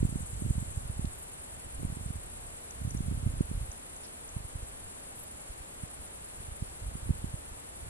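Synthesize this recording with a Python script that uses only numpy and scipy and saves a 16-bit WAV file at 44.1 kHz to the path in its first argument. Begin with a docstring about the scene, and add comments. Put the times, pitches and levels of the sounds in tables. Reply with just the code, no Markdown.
"""Bush-crickets in a meadow at dusk

Near the microphone four bush-crickets scrape their wings in double strokes, each at its own pace,
over a far insect chorus and the hush of open country. One more insect buzzes and stops, another gives
two short high chirps, and a small bird ticks to the left. Eddies of light wind bump against the
microphone; grass rustles and a dry stem snaps."""
import sys
import numpy as np
from scipy import signal
from scipy.fft import rfft, irfft, next_fast_len
from scipy.io import wavfile
from scipy.ndimage import map_coordinates

SR = 44100
rng = np.random.default_rng(int(sys.argv[2]) if len(sys.argv) > 2 else 0)


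def pcm_store(signal):
    """Save signal as 16-bit PCM."""
    levels = np.round(np.clip(np.atleast_2d(signal), -1, 1) * 32767)
    wavfile.write(sys.argv[1], SR, levels.astype(np.int16).T)


N = 347949
TIME = np.arange(N) / SR
SIDES = np.array([[.5], [-.5]])  # splits a difference between left and right


def amp(db):
    return 10 ** (np.asarray(db) / 20)


def pan(left_db):
    """Channel gains for a left-right level difference."""
    return amp(left_db * SIDES)


def along(points, hz):
    """Interpolate (Hz, value) points on a log frequency axis."""
    freqs, values = np.transpose(points)
    return np.interp(np.log(hz + 1), np.log(freqs + 1), values)


def wobble(rate):
    """A smooth random curve, rate knots a second."""
    return map_coordinates(rng.standard_normal(int(N * rate / SR) + 4), [TIME * rate])


def filtered(x, response):
    """Filter x by a response given as a function of frequency."""
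    size = next_fast_len(N + SR // 4)
    return irfft(rfft(x, size) * response(np.fft.rfftfreq(size, 1 / SR)), size)[..., :N]


def held(start, end, rise_db_per_s, fall_db_per_s):
    """Envelope in dB: rises to 0 at start, holds until end, falls away."""
    return -rise_db_per_s * np.maximum(start - TIME, 0) - fall_db_per_s * np.maximum(TIME - end, 0)


def swells(rows):
    """Power envelope of bell-shaped strokes (time [s], half length [s], level [dB])."""
    power = np.zeros(N)
    for at, half, db in rows:
        near = slice(*np.searchsorted(TIME, [at - 6 * half, at + 6 * half]))
        power[near] += amp(db) ** 2 * np.exp(-.5 * ((TIME[near] - at) / half) ** 2)
    return power


def scattered(power, wet_db, t60):
    """Amplitude envelope of strokes with the tail that grass and hedges scatter back."""
    decay = np.exp(-np.log(10 ** 6) / (t60 * SR))
    tail = signal.lfilter([1 - decay], [1, -decay], power)
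    return np.sqrt(np.abs(power + amp(wet_db) ** 2 * tail))


def off_ground(x, delay_s, share):
    """The sound reaches the microphone directly and, slightly later, off the ground."""
    return filtered(x, lambda hz: (1 + share * np.exp(-2j * np.pi * hz * delay_s)) / np.hypot(1, share))


# Likeness of the microphone's two sides, opposed in the treble: (frequency [Hz], correlation [-1..1])
FIELD_CORRELATION = [(60, 1), (150, 0.82), (300, -0.088), (630, -0.33), (1400, -0.52), (3000, -0.58),
                     (7000, -0.63)]
def noise(spectrum, correlation=FIELD_CORRELATION):
    """Stereo noise of rms 1 with the given spectral shape and left-right correlation."""
    def response(hz):
        angle = np.arccos(np.clip(along(correlation, hz), -1, 1)) / 2
        return amp(along(spectrum, hz)) * [np.cos(angle), np.sin(angle)]
    mid, side = filtered(rng.standard_normal((2, N)), response)
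    stereo = np.array([mid + side, mid - side])
    return stereo / np.sqrt(np.mean(stereo ** 2) + 1e-20)


# Open country all around: (frequency [Hz], level [dB])
HUSH_SPECTRUM = [(20, -4.5), (60, 1.5), (150, -4.5), (300, -4.5), (600, -4), (900, -7), (2000, -11.5),
                 (4000, -17), (6000, -26), (11000, -81), (15000, -75)]
def country_hush(level_db=-50):
    """A steady, dark hush behind everything."""
    return amp(level_db) * noise(HUSH_SPECTRUM)


# Insects far across the meadow: (frequency [Hz], level [dB])
CHORUS_SPECTRUM = [(4500, -15.5), (6200, -13), (7200, -2.5), (8200, -0.5), (9000, -0.5), (9700, -1),
                   (11000, -4), (12000, -12.5), (13200, -28), (15000, -60)]
def far_chorus(level_db=-49.5):
    """Distant insects blur into a shimmering hiss, the lower voices to the left."""
    shimmer_db = .2 * wobble(2) + .9 * wobble(110)
    voices = noise(CHORUS_SPECTRUM, correlation=[(7000, -.7), (9500, -.78)])
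    chorus = amp(level_db + shimmer_db) * off_ground(voices, delay_s=.0035, share=.61)
    return filtered(chorus, lambda hz: pan(along([(7000, 2.5), (9000, 2.5), (11000, -1.5)], hz)))


# Faint brushes in the grass: (time [s], half length [s], level [dB])
RUSTLES = [(1.068, .008, -70), (4.049, 0.0097, -53), (4.082, .0015, -57), (6.67, .038, -64)]
# Brushing stems, and a dry one breaking: (frequency [Hz], level [dB])
RUSTLE_SPECTRUM = [(1200, -26), (2800, 5), (5500, 16), (9000, -14), (14000, -44)]
SNAP_SPECTRUM = [(1200, -8), (3000, 0), (5500, -5), (8000, -4), (12500, -10), (15000, -42)]
def grass(snap_s=1.0555, snap_half_s=.0008, snap_db=-43):
    """Stems brush together now and then, and a dry one snaps."""
    rustle = np.sqrt(swells(RUSTLES)) * noise(RUSTLE_SPECTRUM)
    snap = np.sqrt(swells([(snap_s, snap_half_s, snap_db)])) * noise(SNAP_SPECTRUM)
    return rustle + snap


# A small bird left of the microphone: (time [s], level [dB], start pitch [Hz], end pitch [Hz])
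BIRD_TICKS = [(2.7047, -42, 4400, 7500), (2.9033, -40, 4400, 7500), (2.9706, -42, 4900, 7400),
              (3.713, -40.5, 4700, 7500), (3.9604, -45, 5200, 7400), (4.2867, -44.5, 4800, 7300)]
def bird(tick_s=.008, echo_s=.012, echo_db=-11.5, t60=.35):
    """Each tick is a quick upward whistle swelling towards its top; a hedge scatters it back."""
    progress = np.arange(int(tick_s * SR)) / SR / tick_s
    envelope = np.sin(np.pi * progress ** 1.5)
    ticks = np.zeros(N)
    for at, db, start_hz, end_hz in BIRD_TICKS:
        pitch_hz = start_hz + (end_hz - start_hz) * progress
        tick = envelope * np.sin(2 * np.pi * np.cumsum(pitch_hz) / SR)
        ticks[round(at * SR):][:len(tick)] += amp(db) * tick
    tail = rng.standard_normal((2, SR // 4)) * amp(-60 * np.arange(SR // 4) / SR / t60)
    tail = np.pad(tail, [(0, 0), (round(echo_s * SR), 0)])
    echo = signal.fftconvolve(ticks[None], tail / np.linalg.norm(tail[0]), axes=1)[:, :N]
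    direct = off_ground(ticks, delay_s=.002, share=.5) * [[1], [-1]]  # sides in opposite phase
    return pan(7) * (direct + amp(echo_db) * echo)


# Wing strokes of a faint chirper in the meadow: (time [s], level [dB])
CHIRP_STROKES = [(1.16, -57.5), (1.192, -53.5), (1.229, -52.5), (5.165, -57.5), (5.198, -51),
                 (5.236, -50.5)]
# Its wing resonances: (frequency [Hz], level [dB])
CHIRP_WING = [(7000, -30), (9000, -5), (11000, -1), (12300, 0), (13300, -9), (14200, -22), (15000, -40)]
def high_chirper(half_s=.0055):
    """An insect gives two short high chirps of three wing strokes each."""
    power = swells([(at, half_s, db) for at, db in CHIRP_STROKES])
    envelope = scattered(power, wet_db=-5, t60=.16) * amp(1.5 * wobble(400))
    return envelope * noise(CHIRP_WING, correlation=[(10000, -.1)])


# Wing resonances of a buzzer just left of centre: (frequency [Hz], level [dB])
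BUZZ_WING = [(5500, -42), (6800, -18), (7500, -11.5), (8400, -9), (9200, -18), (11000, -19), (12500, -34),
             (14500, -56)]
def buzzer(level_db=-51, end_s=.785, strokes_per_s=18.3, swing_db=3):
    """Fast wing strokes make a pulsing buzz that soon stops."""
    flutter_db = swing_db * np.cos(2 * np.pi * strokes_per_s * TIME) + 2.2 * wobble(200)
    envelope = amp(level_db + held(0, end_s, rise_db_per_s=0, fall_db_per_s=250) + flutter_db)
    return envelope * pan(1.4) * off_ground(noise(BUZZ_WING), delay_s=.003, share=.64)


# Gusts and light puffs at the microphone: (start [s], hold [s], level [dB])
GUSTS = [(0, 0.17, -35), (0.397, 0.22, -34.5), (0.754, 0.29, -38.5), (1.535, 0.28, -47),
         (1.807, 0.096, -35.5), (2.018, 0.18, -41), (2.377, 0.082, -43.5), (2.87, 0.2, -36),
         (3.036, 0.31, -33.5), (3.53, 0.048, -35.5), (4.387, 0.03, -45.5), (4.545, 0.18, -47),
         (4.8, 0.057, -47), (6.01, 0.0084, -45.5), (6.43, 0.25, -47.5), (6.83, 0.096, -42),
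         (7.058, 0.11, -36), (7.224, 0.086, -39.5), (7.511, 0, -44), (7.823, 0.15, -42.5)]
def gust_strength(calm_db=-56.5, fade_s=.14, rise_share=.33):
    """Wind strength in dB; a longer gust takes longer to build and die by 20 dB."""
    gusts = [db + held(start, start + hold, 20 / (fade_s + rise_share * hold), 20 / (fade_s + hold))
             for start, hold, db in GUSTS]
    return np.maximum(np.max(gusts, axis=0), calm_db)


def small_eddies(wind_db, per_s=24, ref_half_ms=2.27, ref_db=-33, doubling_db=18):
    """Rows of (time [s], level [dB], half width [ms]); the harder eddies pass faster."""
    count = int(per_s * N / SR)
    time_jitter, level_jitter, width_jitter = (rng.random((count, 3)) - .5).T
    times = (np.arange(count) + .5 + time_jitter) / per_s
    levels_db = np.interp(times, TIME, wind_db) + 1.5 + 6 * level_jitter
    half_ms = ref_half_ms * 2 ** ((ref_db - levels_db) / doubling_db) * np.exp(.48 * width_jitter)
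    return list(zip(times, levels_db, half_ms))


# The hardest eddies, single thumps right on the microphone: (time [s], level [dB], half width [ms])
THUMPS = [(.01, -26, 2.2), (.03, -16.5, 1), (.052, -17.5, 1.34), (.092, -31, 1.2), (.127, -27, 1.3),
          (.159, -22, 1.17), (.207, -30.5, 1.3), (.231, -32, 2.1), (.334, -30.5, 2), (.355, -36, 2),
          (.422, -25, 1), (.454, -25.5, 1.7), (.463, -25.5, 1.07), (.507, -19, 1.4), (.555, -30, 1.5),
          (.582, -21.5, 1.54), (.627, -28, 1.3), (.776, -25.5, 2.1), (.856, -34, 2), (.9, -31, 1.8),
          (.995, -24, 1.3), (1.047, -24, 1.12), (1.074, -30, 3.3), (1.832, -29.5, 0.88),
          (1.851, -22.5, 1.4), (1.901, -29.5, 1.45), (1.927, -28.5, 1.7), (1.971, -32, 1),
          (2.012, -33, 1.5), (2.062, -28.5, 1.6), (2.106, -27, 1.5), (2.156, -32.5, 1.5), (2.817, -29, 1.7),
          (2.851, -25, 1.64), (2.877, -26, 1.54), (2.95, -27, 1.06), (2.971, -28, 2), (3.007, -23, 1.24),
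          (3.049, -35, 1.3), (3.084, -25.5, 1.44), (3.114, -24, 1.35), (3.125, -28, 1), (3.177, -28.5, 1.9),
          (3.229, -33, 1.1), (3.265, -21, 1.54), (3.274, -23.5, 1.45), (3.339, -28, 1.7),
          (3.409, -15.5, 0.94), (3.515, -26.5, 1.05), (3.552, -27.5, 2.4), (3.577, -27, 2.3),
          (3.614, -27, 2.7), (3.631, -31.5, 3.1), (3.695, -34.5, 2.8), (4.367, -25.5, 1.64),
          (4.406, -33, 2.2), (4.452, -33.5, 2.6), (4.557, -29, 2.1), (4.63, -36, 2.5), (5.505, -35, 4),
          (5.608, -39.5, 2.5), (5.837, -30, 1.43), (6.404, -36.5, 2.5), (6.487, -32.5, 2.8),
          (6.522, -34, 3.2), (6.625, -25, 1.64), (6.823, -32.5, 3.3), (6.867, -34, 3.1), (6.886, -30, 3.9),
          (6.955, -30.5, 1.1), (7.031, -34, 2.1), (7.063, -33, 2.1), (7.094, -24.5, 0.95),
          (7.107, -16, 1.68), (7.244, -25.5, 1.1), (7.342, -26, 1.9), (7.52, -38, 2.4), (7.866, -37.5, 1.3)]
# The smallest eddies, merged into a rumble: (frequency [Hz], level [dB])
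RUMBLE_SPECTRUM = [(15, -7.5), (35, -1.5), (75, 1), (130, -11.5), (200, -17), (300, -20.5), (500, -64),
                   (1000, -95)]
def wind_on_microphone(leak_hz=31, rumble_db=-6.5):
    """Each passing eddy sucks, then pushes, on the diaphragm; gusts bring more force."""
    wind_db = gust_strength()
    bumps = np.zeros(N)
    for at, db, half_ms in list(THUMPS) + small_eddies(wind_db):
        near = slice(*np.searchsorted(TIME, [at - .04, at + .04]))
        offset = (TIME[near] - at) * 1000 / half_ms
        bumps[near] += amp(db) * offset * (1.2 / (1 + offset ** 2 / 5)) ** 3
    # pressure leaks past the diaphragm, so each push ends in an undershoot
    bumps = signal.lfilter(*signal.butter(1, leak_hz, "high", fs=SR), bumps)
    rumble = amp(wind_db + rumble_db + 3.35 * wobble(30)) * noise(RUMBLE_SPECTRUM, [(100, 1.0)])
    # the right side takes more of the sharp pressure changes
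    lean = lambda hz: pan(along([(30, 0), (80, -5.0), (160, -6.5)], hz))
    # the sides drift out of phase towards the upper bass
    twist = lambda hz: np.exp(1j * along([(30, .22), (80, .2), (160, 1.46), (300, 1.97)], hz) * SIDES)
    return filtered(bumps + rumble, lambda hz: lean(hz) * twist(hz))


def wing_song(verses, strokes, wing, ring_hz, ring_share, correlation, wet_db, t60, wander_hz=85):
    """Twice a beat a cricket's file scrapes its wing, which rings on a wavering note inside the rasp."""
    beats = [(at, accent_db + swell * (at - start))
             for start, end, pace, accent_db, swell in verses for at in np.arange(start, end, 1 / pace)]
    power = swells([(at + delay, half, beat_db + db + .55 * rng.standard_normal())
                    for at, beat_db in beats for delay, half, db in strokes])
    rasp = scattered((1 - ring_share) * power, wet_db, t60) * noise(wing, [(9000, correlation)])
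    phase = 2 * np.pi * np.cumsum(ring_hz + wander_hz * wobble(300)) / SR
    ring = np.sqrt(2 * ring_share * power) * np.sin(phase + np.arccos(correlation) * SIDES)
    return ring + rasp


# Verses of the four crickets near the microphone, just left of centre:
# (start [s], end [s], pace [beats/s], accent [dB], swell [dB/s])
BRIGHT_VERSES = [(-.041, .6, 9.82, 0, -1.5), (.672, 3.88, 9.82, -.9, 0), (3.931, 5.65, 9.645, -1.7, 0),
                 (5.707, 7.9, 9.7, -.7, -.6)]
SHRILL_VERSES = [(-.044, .62, 9.76, 1, 0), (.671, 4.27, 9.597, .7, -.3), (4.317, 5.75, 9.466, .2, 0),
                 (5.798, 7.9, 9.68, 2, -1.9)]
RESTING_VERSES = [(.053, 2.5, 8.49, -3.5, 0), (2.907, 5.35, 8.445, 0, -.3), (5.784, 7.9, 8.577, .5, -2.2)]
LOW_VERSES = [(-.045, 1.05, 9.73, .5, -1.5), (1.086, 2.6, 9.73, 2, -.8)]
# The two wing strokes of each one's beat: (delay [s], half length [s], level [dB])
BRIGHT_STROKES = [(0, .0028, -1), (.035, .0036, 0)]
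SHRILL_STROKES = [(0, .003, -1), (.035, .0038, 0)]
RESTING_STROKES = [(0, .0035, -1), (.0405, .0048, 0)]
LOW_STROKES = [(0, .003, -4), (.047, .004, 0)]
# Their wing resonances: (frequency [Hz], level [dB])
BRIGHT_WING = [(6000, -40), (8500, -15), (9400, -7), (9750, -1), (10100, 0), (10600, -6), (11700, -10),
               (12300, -17), (13500, -28), (15000, -55)]
SHRILL_WING = [(6000, -42), (7800, -19), (8500, -7), (9000, 0), (9400, -7), (10500, -17), (12500, -27),
               (15000, -58)]
RESTING_WING = [(6000, -42), (8200, -16), (8900, -3), (9300, -1), (9650, 0), (10200, -6), (11000, -15),
                (12500, -27), (15000, -58)]
LOW_WING = [(6000, -40), (7300, -4.5), (8000, -4), (8650, 0.5), (9100, -4), (10500, -6.5), (12500, -22),
            (15000, -56)]
def near_crickets():
    """Four bush-crickets, each on its own note, drift in and out of step; the low one stops early."""
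    bright = wing_song(BRIGHT_VERSES, BRIGHT_STROKES, BRIGHT_WING,
                       ring_hz=10000, ring_share=.35, correlation=-.92, wet_db=1, t60=.22)
    shrill = wing_song(SHRILL_VERSES, SHRILL_STROKES, SHRILL_WING,
                       ring_hz=8960, ring_share=.6, correlation=-.82, wet_db=-1, t60=.15)
    resting = wing_song(RESTING_VERSES, RESTING_STROKES, RESTING_WING,
                        ring_hz=9520, ring_share=.4, correlation=-.35, wet_db=-4.5, t60=.12)
    low = wing_song(LOW_VERSES, LOW_STROKES, LOW_WING,
                    ring_hz=8600, ring_share=.35, correlation=-.4, wet_db=-4, t60=.12)
    return (amp(-47.4) * pan(1.0) * bright + amp(-49) * pan(.42) * shrill
            + amp(-49.9) * pan(.48) * resting + amp(-49.3) * pan(1.4) * low)


def scene():
    """The meadow from one stereo microphone standing in the breeze."""
    background = country_hush() + far_chorus() + grass() + bird()
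    return background + high_chirper() + buzzer() + wind_on_microphone() + near_crickets()


def record(dry, top_hz=15100):
    """The recorder keeps nothing above its band limit."""
    return filtered(dry, lambda hz: hz < top_hz)


dry = scene()
out = record(dry)
pcm_store(out)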